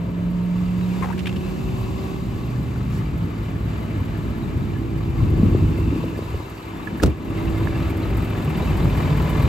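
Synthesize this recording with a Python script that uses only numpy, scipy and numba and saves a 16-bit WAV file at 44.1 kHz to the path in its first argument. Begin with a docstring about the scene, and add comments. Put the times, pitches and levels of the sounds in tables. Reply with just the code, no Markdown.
"""On an open lot a V8 diesel truck idles while a hand-held phone moves from the cab door to the front wheel.
Each firing rattles the engine block, fuel injectors tick, and gears and pumps whine. Wind rumbles and
pops on the microphone. Far off, a lorry hums through its exhaust as it pulls away and changes gear.
A shoe scuffs grit, cloth brushes once, and at 7 s the cab door is swung shut and its panel rings."""
import sys
import numpy as np
from scipy import signal
from scipy.fft import rfft, irfft
from scipy.io import wavfile
from scipy.ndimage import uniform_filter1d
from numba import njit

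SR = 44100
rng = np.random.default_rng(int(sys.argv[2]) if len(sys.argv) > 2 else 0)


def file_out(sig):
    """Save sig as 16-bit WAV at sys.argv[1]."""
    # one column per channel
    cols = np.atleast_2d(sig).T
    # limit, then scale
    lim = np.clip(cols, -1, 1)
    pcm = np.round(lim * 32767).astype(np.int16)
    wavfile.write(sys.argv[1], SR, pcm)


N = 418068
T = np.arange(N) / SR
F = np.fft.rfftfreq(N, 1 / SR) + 1e-3
SIDES = np.array([[1], [-1]])  # plus on the left, minus on the right
CYCLE_HZ, CYLINDERS = 5.005, 8  # every cylinder of the truck fires once per cycle


def undb(db):
    """Turn decibels into a number to multiply by."""
    return 10 ** (np.asarray(db) / 20)


def curves(table):
    """Join a table's points in time with straight lines, one curve per column."""
    times, *columns = np.transpose(table)
    return [np.interp(T, times, column) for column in columns]


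def bump(time, spread):
    """A smooth hill of height 1 around a moment in seconds."""
    return np.exp(-((T - time) / spread) ** 2)


def wander(rate):
    """A smooth random curve that heads for a new value rate times a second."""
    hold = int(SR / rate)
    steps = np.repeat(rng.standard_normal(N // hold + 1), hold)
    return uniform_filter1d(uniform_filter1d(steps, hold), hold)[:N]


def shape(x, points):
    """Colour a sound with (frequency [Hz], level [dB]) points and set its average power to 1."""
    hz, db = np.transpose(points)
    y = irfft(rfft(x) * undb(np.interp(np.log(F), np.log(hz), db, left=-90)), N)
    return y / np.sqrt(np.mean(y ** 2))


def band(x, hz, width):
    """Keep what lies near hz and set its average power to 1."""
    b, a = signal.iirpeak(hz, hz / width, SR)
    y = signal.lfilter(b, a, signal.lfilter(b, a, x))
    return y / np.sqrt(np.mean(y ** 2))


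def split(x, hz):
    """The parts of a sound below and above hz."""
    low = irfft(rfft(x) / (1 + (F / hz) ** 4), N)
    return low, x - low


def add(out, time, x):
    """Mix a short sound in at a time in seconds."""
    start = int(time * SR)
    out[..., start:start + x.shape[-1]] += x


# Tone colour of the engine block: (frequency [Hz], level [dB])
BLOCK_COLOUR = [(300, 6), (600, 3), (1000, -1.5), (1500, -3.5), (1900, -6.5), (2600, -9.5), (3300, -13.5),
                (4500, -17.5), (5500, -22.5), (7500, -21), (9500, -28), (12000, -25.5), (14000, -25.5),
                (16000, -35)]
# Notes the block rings at: (pitch [Hz], width [Hz], boost [dB], extra from the nearest cylinder [dB])
BLOCK_NOTES = [(780, 11, 4.5, -6), (893, 29, 3.5, 3), (1000, 85, 4.5, 6), (1138, 74, 6, 6.5),
               (1275, 27, 6, 2), (1718, 25, 5.5, 13), (2100, 85, 4.5, 8), (2377, 96, 6, 6),
               (2682, 163, 6.5, 4), (2984, 29, 9, 0), (3550, 57, 7.5, 4.5), (3840, 54, 6, 10),
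               (4050, 57, 4.5, 11), (4626, 76, 6.5, 7)]
# The cylinder nearest to each note: (cylinder [0-7])
NEAREST_CYLINDER = [1, 6, 7, 7, 1, 5, 6, 3, 2, 5, 6, 0, 0, 6]


def engine_block(knock, firing, closeness_db):
    """Each firing throws a burst of noise through the block and strikes its notes a little differently."""
    depth = 0.59 * undb(2.4 * closeness_db)  # from afar the bursts blur together
    air = rng.standard_normal((2, N))
    burst = split(depth * knock * air, 4400)[0]  # the knock is dull; fan hiss stays smooth above it
    body = shape(air + burst, BLOCK_COLOUR)
    cylinder = (firing - 1) % CYLINDERS
    # single cylinders stand out almost throughout, a little less at the very start
    distinct = np.clip(2 + closeness_db / 8, 0, 1)
    rings = 0
    for (hz, width, db, extra_db), nearest in zip(BLOCK_NOTES, NEAREST_CYLINDER):
        swell_db = 1.6 * wander(2.53)  # notes swell and fade as the phone turns
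        luck = rng.standard_normal(firing.max() + 1).clip(-1.5, 1.5)[firing]
        strike_db = 1.1 * (1 + distinct) * luck + extra_db * distinct * (cylinder == nearest)
        strength = undb(swell_db + uniform_filter1d(strike_db, size=200)) * (0.68 + 0.39 * knock)
        note = signal.lfilter(*signal.iirpeak(hz, hz / width, SR), body)
        rings = rings + (undb(db) - 1) * strength * note
    return body + rings


# Each injector's tick; those facing the phone stand out: (level [dB])
INJECTOR_DB = [-11, -9.5, -14, -10, -22, -14.5, -8, -11]


def injectors(firing, phase, level_luck, timing_luck, closeness_db):
    """A fuel injector gives one very high tick per firing, loudest near the wheel."""
    level_db = np.take(INJECTOR_DB, firing - 1, mode="wrap") + 2.3 * level_luck
    pulse = np.exp(-((phase - 0.25 - 0.087 * timing_luck) / 0.56) ** 2)
    colour = [(3000, -38), (8500, 2.5), (11500, -5.5), (13500, 10), (16000, -7)]
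    ticks = shape(undb(level_db) * pulse * rng.standard_normal((2, N)), colour)
    return undb(-48.5 + 1.34 * closeness_db) * ticks


# The engine as the phone moves and turns:
# (time [s], level [dB], brightness [dB], boost near 600 Hz [dB], near 780 Hz [dB], near 1 kHz [dB])
ENGINE_PATH = [(0, -44, -15.5, 7.5, -10, 1), (0.9, -41, -8.5, 2, 1, -1), (2, -41, -7.5, 4.5, 5.5, 5.5),
               (3.2, -41, -14, -1.5, -5, -5), (4, -39.5, -14, 0, -8, -3), (5, -41, -13, -0.5, 3.5, 2),
               (5.7, -39, -11.5, -4, -5, 1), (6.4, -40, -10.5, 1, 0.5, 2), (6.8, -39.5, -14, -8, -3, -2.5),
               (7.4, -36.5, -13.5, 1.5, 1.5, 2.5), (8, -35, -17, 2, -1, -4.5),
               (8.5, -34, -14, 0.5, 1.5, 0.5), (9.48, -32.5, -13, 2, 1, 1)]
# Metallic rasp near 2.7 kHz: (time [s], boost [dB])
ENGINE_RASP = [(0, -3), (.8, 3), (1.7, 4), (2.4, 1), (3.2, -2), (5, -2.5), (5.9, 3.5), (6.5, 1.5),
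               (7.5, -0.5), (8.5, 0.5), (9.48, -5)]
# Where those three boosts and the rasp lie: (low edge [Hz], high edge [Hz])
BOOST_BANDS = [(480, 690), (690, 870), (870, 1200), (2450, 2900)]
# How hard each cylinder knocks: (level [dB])
KNOCK_DB = [0, 0.7, 0, -1, -0.087, -1.1, -0.23, -0.6]


def idling_engine():
    """Eight cylinders fire in turn; their clatter grows and changes colour as the phone comes closer."""
    level_db, bright_db, *boosts_db = curves(ENGINE_PATH)
    closeness_db = level_db - level_db.max()  # 0 at the nearest spot
    count = (T * CYCLE_HZ - 0.135) * CYLINDERS
    firing, phase = np.floor(count).astype(int) + 1, count % 1  # which firing, and how far through it
    knock_luck, tick_luck, timing_luck = rng.standard_normal((firing.max() + 1, 3))[firing].T
    knock_db = np.take(KNOCK_DB, firing - 1, mode="wrap") + 2.5 * knock_luck.clip(-1.5, 1.5)
    knock = undb(knock_db) * np.sin(np.pi * phase) ** 2
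    low, high = split(engine_block(knock, firing, closeness_db), 3770)
    boosts = sum((undb(db) - 1) * signal.lfilter(*signal.butter(2, edges, "band", fs=SR), low)
                 for db, edges in zip(boosts_db + curves(ENGINE_RASP), BOOST_BANDS))
    level = undb(level_db + 1.1 * wander(12))
    treble = undb(bright_db + 13.5 + 0.22 * wander(10))  # a brightness of -13.5 dB is neutral
    clatter = level * (low + boosts + treble * high)
    return clatter + injectors(firing, phase, tick_luck, timing_luck, closeness_db)


# Pitch of each whining tone: (multiple of the firing rate [times])
WHINE_MULTIPLES = [15, 18, 19, 21, 23, 24, 25, 27]
# Each tone is clearest when the phone faces it: (level [dB], loudest at [s], spread [s])
WHINE_SWELLS = [(-49, 7.8, 0.94), (-55.5, 1.6, .8), (-52, 8.4, 0.86), (-57.5, 3.3, 4.7), (-54, 0.38, .8),
                (-54, 0.7, 1.6), (-44, 9.3, 0.9), (-58.5, 2.5, 2.8)]


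def gear_whine():
    """Gears and pumps sing thin tones in step with the engine, louder on the left."""
    angle, out = 2 * np.pi * CYCLE_HZ * CYLINDERS * T, 0
    for multiple, (db, time, spread) in zip(WHINE_MULTIPLES, WHINE_SWELLS):
        level = undb(db + 2.5 * wander(3.6)) * bump(time, spread)
        out = out + level * np.sin(multiple * angle + 0.9 * wander(5))
    return out * undb([[3], [-1.5]])


# Wind and idle rumble; the swinging door shelters the phone: (time [s], level [dB], upper bass [dB])
RUMBLE_LEVELS = [(0, -32, -3), (.7, -29, -6), (1.2, -29.5, -1.5), (2.2, -28, -4), (3.4, -29.5, -2.5),
                 (5.0, -27.5, -3.5), (5.15, -21, -9.5), (5.45, -16.5, -4), (5.9, -20, -8.5),
                 (6.1, -31, 4.5), (6.3, -30.5, -10.5), (6.6, -42, -2.5), (6.9, -34, 3.5), (7.35, -25, -3),
                 (7.7, -31, 2.5), (8.4, -26, -1.5), (8.7, -20.5, -4.5), (9.48, -18.5, -8)]
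# Tone colour of the rumble: (frequency [Hz], level [dB])
RUMBLE_COLOUR = [(15, -69), (25, -35.5), (49, -1.5), (102, -2.5), (172, -6), (193, -11.5), (330, -14.5),
                 (468, -28), (800, -39.5), (1040, -74), (1760, -120)]
# Single gusts: (time [s], rise [dB], spread [s])
WIND_GUSTS = [(1.72, 4.5, 0.21), (3.04, 6.5, 0.28), (3.68, 4.5, 0.059), (4.0, 5, 0.05), (5.24, 7, 0.037),
              (5.44, -1, 0.032), (5.6, 3, 0.032), (5.91, 3, 0.013), (6.36, 9, 0.048), (7.68, 8.5, 0.2),
              (8.14, 8.5, 0.1), (8.88, 2, 0.23)]


def wind_rumble():
    """Wind on the microphone makes low noise whose bands each flutter; gusts swell the deepest part."""
    level_db, upper_db = curves(RUMBLE_LEVELS)
    gust_db = sum(db * bump(time, spread) for time, db, spread in WIND_GUSTS)
    gust_db = gust_db + 1.45 * wander(11)  # small gusts in between
    level_db = level_db + gust_db
    tilt_db = upper_db + 7.5 - gust_db  # an upper bass of -7.5 dB is neutral
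    spectrum, out = rfft(shape(rng.standard_normal((2, N)), RUMBLE_COLOUR)), 0
    for hz in 25 * 2 ** (np.arange(16) / 3):  # three bands per octave
        noise = irfft(spectrum * np.clip(1 - np.abs(3 * np.log2(F / hz)), 0, 1), N)
        tilt_share = np.clip(np.log2(hz / 110) / 1.05, 0, 1)
        out = out + noise * undb(tilt_share * tilt_db + 1.7 * wander(8))
    buffet_db = np.clip(level_db + 22.5, 0, 10) * 0.24 * wander(45)  # strong gusts come in lumps
    return out * undb(level_db + buffet_db)


# Speed of the lorry's engine: (time [s], cycle rate [Hz])
LORRY_SPEED = [(0, 21.85), (.65, 22.3), (1.85, 23.7), (2.55, 24.5), (2.95, 24.75), (3.25, 20.8),
               (6.6, 20.45), (8.3, 20.48), (8.75, 19.3), (9.1, 18.85), (9.48, 18.8)]
# Pitch of each of its tones: (multiple of the cycle rate [times])
LORRY_MULTIPLES = [3, 5, 8, 10, 11, 13, 16, 19, 21, 23, 24]
# Strength of each tone: (level [dB])
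LORRY_TONE_DB = [0.5, 3, -2, -3.5, -6, -6.5, -2.5, -11.5, -19.5, -10.5, -13]
# Tone colour of the exhaust pipe and the path from it: (frequency [Hz], level [dB])
EXHAUST_COLOUR = [(55, 3.5), (62, -4), (75, -16), (105, 1.5), (125, 2.5), (190, -7.5), (230, -0.5),
                  (270, -0.5), (300, -2), (330, -2.5), (350, -23), (366, 4.5), (385, 5), (400, -7),
                  (432, 5), (520, -27.5)]
# The lorry as it drives off: (time [s], level [dB], firing hum boost [dB], boost an octave up [dB],
# stereo width [dB], boost of the high odd multiples [dB])
LORRY_MIX = [(0, -39.5, 16, -11, -14, 5), (.25, -40, 25, -10, -15, 4.5), (.8, -41, 27.5, 0, -10.5, 1),
             (1.25, -43.5, 23.5, 3, -2.5, -4), (1.85, -40, 12, -0.5, -3, -1.5),
             (2.6, -34.5, 5.5, -9.5, -12.5, .3), (3.1, -35, 10, -3.5, -22, -2.5),
             (4.6, -35, -4, 2, -5.5, 2), (5.8, -32, 5, 6.5, -16, 1.5), (6.6, -46.5, -6, 8, -16, 6),
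             (7.5, -32.5, -6, 8, -8.5, 0.5), (8.3, -35.5, -2, 4, -17, 2),
             (9.1, -30.5, 13.5, -15, -26, -3.5), (9.48, -33, 7, -8, -23, 2)]


def distant_lorry():
    """Engine tones slide through the exhaust's resonances and waver with the air; echoes widen them."""
    hz, = curves(LORRY_SPEED)
    level_db, hum_db, octave_db, width_db, odd_db = curves(LORRY_MIX)
    angle, out = 2 * np.pi * np.cumsum(hz) / SR, 0
    for multiple, db in zip(LORRY_MULTIPLES, LORRY_TONE_DB):
        phase = multiple * angle + 0.15 * wander(9)
        echo = undb(width_db) * np.sin(phase + 2.37) * SIDES  # leans to the right
        pipe_db = np.interp(multiple * hz, *np.transpose(EXHAUST_COLOUR))
        boost_db = hum_db * (multiple == 8) + octave_db * (multiple == 16)  # eight firings per cycle
        boost_db += odd_db * (multiple > 11 and multiple % 2)
        out = out + undb(db + pipe_db + boost_db + 0.8 * wander(5.3)) * (np.sin(phase) + echo)
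    throttle = 1 - np.exp(-((T - 3.1) / 0.077) ** 4)  # closes for the gear change
    return np.sqrt(2) * throttle * undb(level_db) * out


# Grit under the shoe and clicks of the latch:
# (time [s], level [dB], pitch [Hz], width [Hz], swell [s], left minus right [dB])
SCRAPES = [(.812, -34, 2000, 1500, .002, 0), (1.026, -31.5, 1067, 350, 0.0088, 20),
           (1.03, -32, 2100, 700, 0.0094, -2), (1.035, -23, 1040, 300, .003, 7),
           (1.0435, -22.5, 1000, 890, 0.001, -3), (1.047, -25.5, 840, 350, 0.0068, 9.5),
           (1.059, -27, 900, 900, 0.003, 3), (1.072, -32, 750, 400, 0.0054, 8),
           (1.088, -31, 780, 400, .005, 8), (1.104, -29, 945, 300, 0.0074, 14),
           (1.113, -30.5, 1130, 400, 0.0032, 5), (1.127, -33, 1660, 694, 0.0067, -14),
           (1.134, -34, 930, 300, .004, 9), (1.181, -31.5, 2010, 1800, 0.0045, 4),
           (1.194, -31.5, 2680, 2200, 0.0068, -6), (1.206, -35, 2400, 1850, 0.004, -3),
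           (1.259, -25, 2300, 1500, 0.0034, 4), (1.272, -23.5, 2480, 1490, 0.0064, 1),
           (1.294, -29, 2600, 1200, 0.0041, 0), (1.328, -32, 2500, 1800, 0.0017, -11),
           (1.365, -32.5, 2870, 1500, 0.0063, 1), (2.762, -34, 950, 900, .003, 7),
           (2.99, -36, 1800, 350, 0.0033, 0), (6.875, -28.5, 1690, 330, 0.0042, -13),
           (7.001, -24, 1700, 230, 0.00204, -18), (7.0042, -31, 1800, 500, 0.00143, -8),
           (7.119, -36, 2750, 700, 0.0042, -2), (7.673, -27, 896, 350, 0.00305, -9),
           (7.674, -27, 1680, 400, 0.002, -11)]


def grit_and_latch():
    """Short scrapes around one pitch: narrow ones knock hollowly, wide and slow ones have a crisp top."""
    out, t = np.zeros((2, N)), T[:SR // 20]
    hollow_hz, gritty_hz, raspy_s = 200, 700, 0.005
    for time, db, hz, width, swell, pan_db in SCRAPES:
        middle, side, grit_noise, top_noise = rng.standard_normal((4, len(t)))
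        scrape = band(middle + 0.63 * side * SIDES, hz, 0.91 * width)
        scrape *= 0.58 * min(width / gritty_hz + 0.34, 1)
        ring = hollow_hz / width * np.sin(2 * np.pi * hz * t)
        grit = min(280 / hz, 0.4) * min(width / hollow_hz, 1) ** 3 * band(grit_noise, 1260, 1000)
        crispness = min(width / gritty_hz, 1) * min(swell / raspy_s, 1) ** 2
        top = undb(-23) * crispness * band(top_noise, 8200, 9000)
        envelope = (t / swell * np.exp(1 - t / swell)) ** 2
        add(out, time - swell, undb(db + SIDES * pan_db / 2) * envelope * (scrape + ring + grit + top))
    return out


# Slaps of wind: (time [s], level [dB], pitch [Hz])
WIND_SLAPS = [(1.012, -18.5, 413), (1.051, -22, 480), (1.366, -13, 193), (3.966, -15.5, 95),
              (4.01, -10.5, 100), (4.552, -12, 85.5), (5.245, -10, 150), (5.397, -6.5, 170),
              (5.432, 0.5, 199), (5.478, -8, 184), (5.5488, -4.5, 338), (5.786, -10, 347),
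              (5.875, -13, 219), (5.926, -10.5, 298), (5.96, -11, 326), (6.039, -15.5, 484),
              (6.19, -12, 390), (6.223, -19.5, 433), (6.344, -14.5, 397), (6.402, -18, 326),
              (7.621, -12, 240), (8.476, -4, 154)]


def wind_pops():
    """A gust slaps the thin skin inside the microphone, which swings out in a cycle or two."""
    out, t = np.zeros(N), T[:SR // 20]
    for time, db, hz in WIND_SLAPS:
        cycles = t * hz
        envelope = (1 - np.exp(-cycles / 0.19)) ** 2 * np.exp(-cycles / 1.52)
        add(out, time, undb(db) * envelope * np.sin(2 * np.pi * cycles + 0.56))
    return out


def cloth_brush():
    """Cloth rubs once and makes a soft swish of noise."""
    hiss = shape(rng.standard_normal((2, N)), [(800, 9), (2000, -3), (7000, -9), (14000, -15)])
    return undb(-44) * bump(time=2.955, spread=0.045) * hiss


# A faint swell of noise just before the slam, then the door's blows: (time [s], panel level [dB],
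# crack level [dB], time for the crack to fade 60 dB [s], share kept per octave below 600 Hz [0-1])
DOOR_SOUNDS = [(7.022, -24, -29, 0.071, 0.9), (7.0286, -15.5, -20, 0.041, 0.9),
               (7.0342, -9, -8, 0.017, 0.63), (7.039, -12, -28, 0.078, 0.9),
               (7.059, -16.5, -24.5, 0.065, 0.94), (7.067, -9, -40, .03, 0.68), (7.079, -15, -43, .03, 0.7),
               (7.092, -16.5, -51, .03, 0.8)]
# Notes of the door panel: (pitch [Hz], level [dB], time to fade 60 dB [s])
PANEL_NOTES = [(72, 10, 0.2), (133, 8.5, 0.13), (187, 3, 0.099), (252, 17.5, 0.022), (296, 2.5, 0.1),
               (326, 15, 0.023), (400, 0, 0.054), (463, -3, 0.02), (597, -27, 0.018), (1000, 0, 0.018),
               (1350, 14.5, 0.0085), (2600, -8, 0.013)]


def cab_door():
    """After a faint swell of noise, the door's blows ring the panel, shake the trim and crack brightly."""
    panel, crack, t = np.zeros((2, N)), np.zeros((2, N)), T[:SR // 2]
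    for time, panel_db, crack_db, crack_fade, low_share in DOOR_SOUNDS:
        phases, ring = rng.uniform(0, 1, (len(PANEL_NOTES), 2, 1)), 0
        for (hz, db, fade), phase in zip(PANEL_NOTES, phases):
            high_db = (hz > 600) * (crack_db - panel_db + 4.5)  # high notes follow the crack's level
            level = undb(db + high_db) * low_share ** np.log2(600 / hz).clip(0)
            ring = ring + level * np.sin(2 * np.pi * hz * t + phase) * 1000 ** (-t / fade)
        trim = 0.72 * band(rng.standard_normal((2, len(t))), 410, 440) * 1000 ** (-t / 0.05)
        add(panel, time, undb(panel_db) * (1 - np.exp(-t / 0.0073)) * (ring + trim))
        snap = t / (t + 0.00025) * 1000 ** (-t / crack_fade)
        add(crack, time, undb(crack_db) * snap * rng.standard_normal((2, len(t))))
    shut_s, thump_hz = 7.0385, 420  # the door meets its frame
    thump = undb(-2.5) * np.sin(2 * np.pi * thump_hz * (T - shut_s)) * bump(shut_s, 0.6 / thump_hz)
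    return thump + panel, signal.lfilter(*signal.butter(1, (1000, 5500), "band", fs=SR), crack)


# How the phone's two microphones compare: (frequency [Hz], likeness [0-1], left minus right [dB], right's head
# start [radians])
MICROPHONES = [(100, 0.96, 0.5, 0.1), (350, 0.82, 1.5, -0.45), (720, 0, 5.5, 0.46), (1130, 0, 5, -0.043),
               (1590, 0, 1.5, -0.59), (2500, 0.56, 2, 0.74), (4500, 0.67, -2, 1), (6400, 0.44, 0, -0.4),
               (7750, 1, -0.5, 0.1)]


def microphone_pair(x):
    """Blend two unrelated sounds into a left and a right that are partly alike."""
    hz, like, pan_db, lead = np.transpose(MICROPHONES)
    like = np.clip(like, 0, 0.999)
    like, pan_db, lead = (np.interp(np.log(F), np.log(hz), column) for column in (like, pan_db, lead))
    lead = lead - 2 * np.pi * np.maximum(F - 7000, 0) / 4800  # high treble is 1/4800 s late on the right
    left, other = rfft(x)
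    right = like * np.exp(1j * lead) * left + np.sqrt(1 - like ** 2) * other
    return irfft(np.array([left * undb(pan_db / 2), right * undb(-pan_db / 2)]), N)


def scene():
    """Engine, rumble, cloth and door crack blend across both microphones; the rest keep their direction."""
    thud, crack = cab_door()
    pair = microphone_pair(idling_engine() + wind_rumble() + cloth_brush() + crack)
    # once the phone faces the engine, from 7.1 s, the stereo narrows between 300 and 4000 Hz
    side_above_bass = split((pair[0] - pair[1]) / 2, 300)[1]
    side_middle = split(side_above_bass, 4000)[0]
    narrowing = 0.33 * np.clip((T - 7.1) * 2, 0, 1)
    pair = pair - narrowing * side_middle * SIDES
    return pair + gear_whine() + distant_lorry() + grit_and_latch() + wind_pops() + thud


@njit
def follow(x, rise_s, fall_s):
    """Track a level, with one speed for rising and another for falling."""
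    out, level = np.empty(len(x)), 0.
    for i in range(len(x)):
        level += (x[i] - level) / (SR * (rise_s if x[i] > level else fall_s))
        out[i] = level
    return out


def record(dry):
    """The phone slowly turns down after loud sound above 500 Hz, rounds off peaks and cuts the very top."""
    limit_db, lag_s, top_hz = -21.5, 0.05, 15750
    heard = np.abs(split(dry, 500)[1]).max(axis=0)
    excess = np.maximum(follow(heard, rise_s=0.001, fall_s=0.15) / undb(limit_db), 1)
    cut, step = 1 - excess ** -1.8, 1 / (lag_s * SR)
    for _ in range(2):  # smoothing makes the cut come late
        cut = signal.lfilter([step], [1, step - 1], cut)
    rounded = np.tanh(0.7 * dry * (1 - cut)) / 0.7
    return signal.sosfilt(signal.ellip(12, 0.2, 90, top_hz, fs=SR, output="sos"), rounded)


dry = scene()
out = record(dry)
file_out(out)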